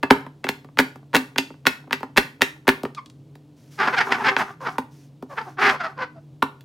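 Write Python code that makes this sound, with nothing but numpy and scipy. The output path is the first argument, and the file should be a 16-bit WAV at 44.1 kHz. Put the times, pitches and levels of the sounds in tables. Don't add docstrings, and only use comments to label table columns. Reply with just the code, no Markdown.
import sys
import numpy as np
from scipy import signal
from scipy.fft import rfft, irfft
from scipy.io import wavfile
from scipy.ndimage import uniform_filter1d

SR = 44100
rng = np.random.default_rng(int(sys.argv[2]) if len(sys.argv) > 2 else 0)


def waveform_to_disk(signal):
    frames = np.transpose(np.atleast_2d(signal))
    scaled = np.clip(frames, -1, 1) * 32767
    samples = np.round(scaled).astype(np.int16)
    wavfile.write(sys.argv[1], SR, samples)


N = 292824

LEAD_S = 0.005
SKID_FADE_S = 0.016


def undb(db):
    return 10 ** (np.asarray(db) / 20)


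def unit(x):
    return x / np.sqrt(np.mean(x ** 2) + 1e-18)


def bins(size):
    return np.maximum(np.fft.rfftfreq(size, 1 / SR), 1)


def colour(x, points):
    hz, db = np.transpose(points)
    gain_db = np.interp(np.log(bins(len(x))), np.log(hz), db)
    return irfft(rfft(x) * undb(gain_db), len(x))


def resonance(f, hz, q):
    return 1 / (1 + 1j * q * (f / hz - hz / f))


def walk(rate, size):
    knots = rng.standard_normal(int(size * rate / SR) + 2)
    return np.interp(np.arange(size) * rate / SR, np.arange(len(knots)), knots)


def add(track, s, x):
    start = int(s * SR)
    x = x[max(-start, 0):]
    start = max(start, 0)
    track[start:start + len(x)] += x[:len(track) - start]


def tabletop(x, ring_db, spot_db=2, load=0.019):
    # f/Hz, gain/dB (before the ring level), 60 dB decay time/s
    modes = [(140, -4, 0.31), (260.5, -2, 0.15), (263.7, 14.5, .13), (395, 12.5, 0.099), (768, 4.5, 0.047),
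             (903, 3.5, 0.052), (1174, -4.5, 0.077), (1446, 0.5, 0.039), (1678, -4.5, .08),
             (1731, -9, 0.11), (1881, -9.5, 0.092), (2670, 4, 0.11), (3340, -2, 0.036)]
    t = np.arange(SR // 4) / SR
    ring = np.zeros(len(t))
    for hz, db, t60 in modes:
        spot, shift = rng.standard_normal(2)
        decay = np.log(1000) / t60
        share = undb(db + ring_db + spot_db * spot) * 2 * decay / SR
        loaded_hz = hz * (1 + load * shift)
        ring += share * np.exp(-decay * t) * np.cos(2 * np.pi * loaded_hz * t)
    ring[0] += 1
    return signal.fftconvolve(x, ring)


def room(x, gap_s=0.0058, t60_s=0.3, early_db=7, early_s=0.012, wet_db=-1):
    # f/Hz, mid level/dB (before the wet level), side minus mid/dB
    echo_colour = [(99, 1, -25), (294, -10, -37), (580, -10.5, -19.5), (1126, -8.5, -5), (2260, -11, 3),
                   (5030, -8.5, -11), (9300, -8, -0.5), (15000, -9.5, -1)]
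    size = SR // 2
    t = np.arange(size) / SR
    tail = np.exp(-np.log(1000) * t / t60_s)
    early = undb(early_db) * np.exp(-t / early_s)
    fade = (t > gap_s) * tail * (1 + early)
    mid = colour(rng.standard_normal(size), [(hz, db) for hz, db, _ in echo_colour])
    side = colour(rng.standard_normal(size), [(hz, db + side_db) for hz, db, side_db in echo_colour])
    echo = undb(wet_db) * fade / np.linalg.norm(fade) * np.array([mid + side, mid - side])
    return x + signal.fftconvolve(x[None], echo, axes=1)[:, :len(x)]


def background(waver_db=3, drift=0.053, side_db=-20, air_db=-52.5):
    # f/Hz, rms level/dB
    hum_partials = [(141, -50.5), (237, -63), (301, -58), (400, -66.5)]
    # f/Hz, relative level/dB
    air_colour = [(15, -65.5), (25, -38.5), (111, -11.5), (145, -2), (206, -21), (301, -10), (373, -29),
                  (405, -18.5), (1700, -43), (3250, -41), (16000, -56.5)]
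    hum = np.zeros(N)
    for hz, db in hum_partials:
        phase = 2 * np.pi * np.cumsum(hz * (1 + drift * walk(25, N))) / SR
        hum += undb(db) * unit(np.sin(phase) * undb(waver_db * walk(11, N)))
    mid = unit(colour(rng.standard_normal(N), air_colour))
    side = unit(colour(rng.standard_normal(N), air_colour))
    air = mid + undb(side_db) * side * np.array([[1], [-1]])
    return hum + undb(air_db) * air


def pop(hz, thump_db, crack_db, size=4096, q=1.65, soft=2.63, slap_db=-5, slap_s=0.0024,
        snap_spread=0.07864, thump_spread=0.22, thump_hz=480, thump_q=0.62, puff_db=-14, puff_hz=75,
        knee_hz=250, front_hz=3500, crinkle_db=-7, crinkle_s=0.0056, crack_s=0.004):
    # f/Hz, relative level/dB
    crack_colour = [(500, -16.5), (2000, 2), (4000, 6), (6500, -3), (10500, -6), (12500, -4), (15500, -6.5)]
    f, t = bins(size), np.arange(size) / SR
    bend = -2j * np.pi * (2 * np.sqrt(f + knee_hz) - f / np.sqrt(front_hz + knee_hz))

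    slips = rng.standard_normal(size) ** 3 * np.exp(-t / crinkle_s)
    crinkle = undb(crinkle_db) * rfft(slips) / np.linalg.norm(slips)
    gap_s = slap_s * (0.5 + rng.random())
    slap = undb(slap_db) * np.exp(-2j * np.pi * f * gap_s)
    push = 1 + slap + crinkle

    edge = f / (soft * hz)
    snap = resonance(f, hz, q) / (1 + 1j * edge - edge ** 2) / (1 + 1j * f / (2 * hz))
    snap = snap * np.exp(snap_spread * bend)
    thump = resonance(f, thump_hz, thump_q) / (1 + 1j * f / hz) ** 2 * np.exp(thump_spread * bend)
    puff = undb(puff_db) * resonance(f, puff_hz, 0.93) ** 2

    spectrum = snap * push + undb(thump_db) * (thump + puff)
    wave = irfft(spectrum * np.exp(-2j * np.pi * f * LEAD_S)) / np.abs(irfft(snap)).max()
    crack = unit(colour(rng.standard_normal(size) ** 3, crack_colour))
    crack = crack * (t > LEAD_S) * np.exp(-np.abs(t - LEAD_S) / crack_s)
    return wave + undb(crack_db - 1) * crack


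def strike(db, hz, thump_db, crack_db, ring_db=0):
    return undb(db) * tabletop(pop(hz, thump_db, crack_db), ring_db)


def pops(level_db=-2):
    # snap t/s, level/dB (before the layer level), snap centre f/Hz,
    # thump and crack/dB relative to the snap (the crack before a trim), lead of the soft click/s
    snaps = [(0.0328, -9, 1400, -0.5, -24, 0.0033), (.1075, 4.5, 1300, 1.5, -17, 0.0038),
             (.443, -16, 2050, 5.5, -11.5, 0.0015), (0.4892, -8.5, 2180, 1.5, -9, 0.021),
             (.7888, 0.5, 1970, -1.5, -12, 0.016), (0.7997, -3.5, 1460, -2.5, -10, 0.0036),
             (1.139, -15.5, 1150, 6, -20, 0.0072), (1.148, -3.5, 1740, -1.5, -8, 0.0069),
             (1.1542, -2.5, 1920, 0.5, -14, 0.011), (1.1644, -5.5, 1580, -7.5, -8, 0.00031),
             (1.383, -1, 2526, -6.5, -15, 0.023), (1.6679, 1.5, 1790, -5, -10, .0135),
             (1.9293, -5, 1950, -10, -14.5, 0.02), (2.169, -11, 1670, -11.5, -9, .0065),
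             (2.175, 1, 1860, -0.5, -12.5, 0.0037), (2.18, -1.5, 1860, -3, -8.5, 0),
             (2.419, 2.5, 1990, -6, -12, 0.0097), (2.6789, -5.5, 1620, 6.5, -4.5, 0.0078),
             (2.6903, 0, 1600, -5, -12, 0.0059)]
    lead_in_s = 0.05
    click_db, click_under_db, click_hz = -18.5, -8.5, 1350
    slip_s, slip_db = 0.0045, -19.5
    out = np.zeros((2, N))
    snap_s = lead_in_s - LEAD_S
    for s, db, hz, thump_db, crack_db, click_s in snaps:
        soft_db = min(click_db, db + click_under_db) + level_db
        click = strike(soft_db, click_hz, thump_db=-2, crack_db=-22.5)
        slip = strike(db + slip_db + level_db, hz, thump_db=-13, crack_db=-8.5)
        snap = strike(db + level_db, hz, thump_db, crack_db)
        event = np.zeros(SR // 2)
        add(event, snap_s - click_s, click)
        add(event, snap_s - min(slip_s, click_s), slip)
        add(event, snap_s, snap)
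        for channel, heard in zip(out, room(event)):
            add(channel, s - lead_in_s, heard)
    return out


def whumps(size=4096, hz=42, q=1.1):
    # t/s, peak level/dB
    air_pushes = [(0.106, -35.5), (0.791, -42.5), (2.173, -30.5), (2.688, -40)]
    out = np.zeros(N)
    wave = irfft(resonance(bins(size), hz, q) ** 2)
    for s, db in air_pushes:
        add(out, s, undb(db) * wave / np.abs(wave).max())
    return out


def touches(top_db=-45, range_db=6, hz=850, thump_db=0, crack_db=-24, count=22):
    from_s, to_s = 0.2, 2.95
    out = np.zeros(N)
    for place, size, pitch in rng.random((count, 3)):
        pat = tabletop(pop(hz * 2 ** (pitch - 0.5), thump_db, crack_db), ring_db=0)
        add(out, from_s + (to_s - from_s) * place, undb(top_db + range_db * (size - 1)) * pat)
    return out


def knocks(level_db=-2):
    # t/s, level/dB (before the layer level), centre f/Hz,
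    # thump and crack/dB relative to the knock (the crack before a trim)
    table_knocks = [(.265, -29, 885, -1, -19.5), (0.646, -37, 860, 3.5, -18), (.958, -33, 830, 2, -13),
                    (1.504, -35, 794, 8, -30), (1.877, -44, 794, 8.5, -21), (2.006, -35, 1170, 6.5, -10),
                    (2.0307, -17.5, 844, -2, -21), (2.834, -28, 584, 14.5, -8),
                    (2.852, -20.5, 1300, 4.5, -19), (3.354, -46, 1530, 9, -2.5),
                    (4.3657, -4.5, 1527, -9, -33.5), (4.783, -12, 1014, -1.5, -14),
                    (5.2247, -35, 700, 13, -8.5), (6.4228, -14, 1232, -22.5, -31),
                    (6.4255, -5.5, 1047, -2, -16), (6.608, -50, 2064, -15, 3)]
    # t/s, level/dB (before the layer level)
    nail_ticks = [(2.949, -30.5), (3.0605, -35), (3.1, -38)]
    out = np.zeros(N)
    for s, db, hz, thump_db, crack_db in table_knocks:
        add(out, s - LEAD_S, strike(db + level_db, hz, thump_db, crack_db))
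    for s, db in nail_ticks:
        add(out, s - LEAD_S, strike(db + level_db, hz=3800, thump_db=-7, crack_db=-35))
    return out


def skid(length, start_hz, end_hz, bright_hz, rough, jitter=0.1718, blur=0.33, scatter_db=7, q=1.77,
         soft=1.97, grit=0.92, edge_s=0.0084, flap_hz=230, flap_db=-8, count=14):
    n = int((length + 2 * SKID_FADE_S) * SR)
    t = np.arange(n) / SR - SKID_FADE_S
    rate = np.interp(t, [0, length], [start_hz, end_hz]) * np.exp(jitter * rough * walk(150, n))
    phase = 2 * np.pi * np.cumsum(rate) / SR + blur * walk(600, n)
    jerks = unit(sum(np.cos(k * phase) / np.hypot(1, k / 4) for k in range(1, count + 1)))
    patches = 2 * grit * np.sqrt(abs(rough)) * unit(rng.standard_normal(n) ** 3)
    swell = (1 + np.tanh(t / edge_s)) * (1 + np.tanh((length - t) / edge_s))
    swell = swell * undb(scatter_db * rough * walk(216.9, n))

    f = bins(2 * n)
    rubber = resonance(f, bright_hz, q) / (1 + 1j * f / (soft * bright_hz)) ** 2
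    flap = undb(flap_db) * resonance(f, flap_hz, 1) ** 2
    rim = rfft((jerks + patches) * swell, 2 * n) * rubber
    body = rfft(patches * swell, 2 * n) * flap
    wave = irfft(rim + body)
    return wave / np.sqrt(np.sum(wave ** 2) / (length * SR))


def skids(level_db=-3, ring_db=-9, grain_db=5):
    # t/s, length/s, level/dB (before the layer level),
    # mean slip rate f/Hz (before jitter), roughness/0-1
    catches = [(2.978, 0.013, -26.5, 1145, 0.03), (3.792, 0.059, -18, 419.4, 0.29),
               (3.846, .057, -18.5, 333.8, 0.62), (3.933, 0.019, -18, 477, 0.21),
               (3.974, 0.02, -14, 757.5, 0.27), (4.004, 0.017, -13.5, 460, 0.42),
               (4.116, 0.016, -13, 428.8, 0.52), (4.141, 0.012, -19, 785, 0.22),
               (4.203, 0.013, -25, 896, 0.14), (4.245, 0.0337, -15.5, 443.4, 0.41),
               (4.283, .013, -10.5, 529, 0.03), (4.386, 0.038, -20, 339, 0.63),
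               (4.609, 0.038, -33, 487, 0.56), (4.657, 0.03, -23, 420.2, 0.54),
               (4.679, 0.014, -24, 346, 0.53), (5.302, 0.039, -35.5, 553, 0.25),
               (5.38, 0.0097, -19, 459, 0.07), (5.407, 0.018, -29.5, 457.5, 0.33),
               (5.468, .026, -36, 385, 0.26), (5.583, .107, -21.5, 383.2, 0.51),
               (5.616, 0.0945, -13.5, 403.7, .24), (5.711, 0.056, -28.5, 576, 0.35),
               (5.803, 0.0177, -22.5, 714, 0.21), (5.833, 0.037, -23.5, 657, 0.25),
               (5.978, 0.066, -28, 521, 0.47), (6.012, .032, -23.5, 505, .05),
               (6.158, 0.031, -44, 660, 0.1)]
    # f/Hz, relative level/dB
    hiss_colour = [(1500, -25), (3000, 1.5), (5000, 11.5), (7500, -16), (15000, -22)]
    ref_bright_hz, ref_db, bright_oct_per_db = 1340, -22, 0.0459
    ref_sag, sag_ref_hz = 0.0589, 502
    hiss_db = -20
    out = np.zeros(N)
    for s, length, db, hz, rough in catches:
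        bright_hz = ref_bright_hz * 2 ** (bright_oct_per_db * (db - ref_db))
        sag = ref_sag * hz / sag_ref_hz
        squeak = skid(length, hz * (1 + sag / 2), hz * (1 - sag / 2), bright_hz, rough)
        size = len(squeak)
        grit = unit(colour(rng.standard_normal(size), hiss_colour) * undb(grain_db * walk(400, size)))
        envelope = uniform_filter1d(np.abs(squeak), size=64)
        hiss = undb(hiss_db) * bright_hz / ref_bright_hz * grit * envelope
        add(out, s - SKID_FADE_S, undb(db + level_db) * tabletop(squeak + hiss, ring_db))
    return out


def pull(length, size, attack_s=0.018, release_s=0.061):
    t = np.arange(size) / SR
    return np.clip(t / attack_s, 0, 1) * np.clip((length - t) / release_s, 0, 1)


def swish(length, grain_db=1.5):
    # f/Hz, relative level/dB
    swish_colour = [(300, -1), (1500, 2.5), (4000, 1), (6000, 4), (8000, -5), (11000, -4.5), (15000, -10)]
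    size = int(length * SR)
    friction = unit(colour(rng.standard_normal(size), swish_colour))
    return friction * undb(grain_db * walk(543, size)) * pull(length, size)


def drags(ring_db=-3, judder_hz=392):
    # t/s, length/s, level/dB (before the speed curve)
    brushes = [(3.558, 0.19, -65), (3.702, 0.12, -55.5), (4.902, 0.2, -62.5)]
    # t/s, length/s, swish level/dB and judder level/dB (before the speed curve)
    pulls = [(3.773, 0.37, -52.5, -35.5), (4.047, 0.33, -51.5, -32), (4.37, 0.08, -39.5, -24.5),
             (4.429, 0.13, -58, -42), (4.598, .19, -56, -44.5), (5.286, 0.28, -60, -53),
             (5.594, .18, -45, -31.5), (5.789, 0.16, -63, -43)]
    out = np.zeros(N)
    for s, length, db in brushes:
        add(out, s, undb(db) * swish(length))
    for s, length, swish_db, judder_db in pulls:
        judder = skid(length, judder_hz, judder_hz, bright_hz=1180, rough=0.663)
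        judder = judder * pull(length, len(judder))
        add(out, s, undb(judder_db) * tabletop(judder, ring_db))
        add(out, s, undb(swish_db) * swish(length))
    return out


def scene():
    handling = room(touches() + knocks())
    dragging = room(skids() + drags())
    return background() + pops() + whumps() + handling + dragging


def record(dry):
    rounded = dry / (1 + dry ** 6) ** (1 / 6)
    low_pass = signal.ellip(8, 0.2, 70, 16000, fs=SR, output="sos")
    return signal.sosfilt(low_pass, rounded)


dry = scene()
out = record(dry)
waveform_to_disk(out)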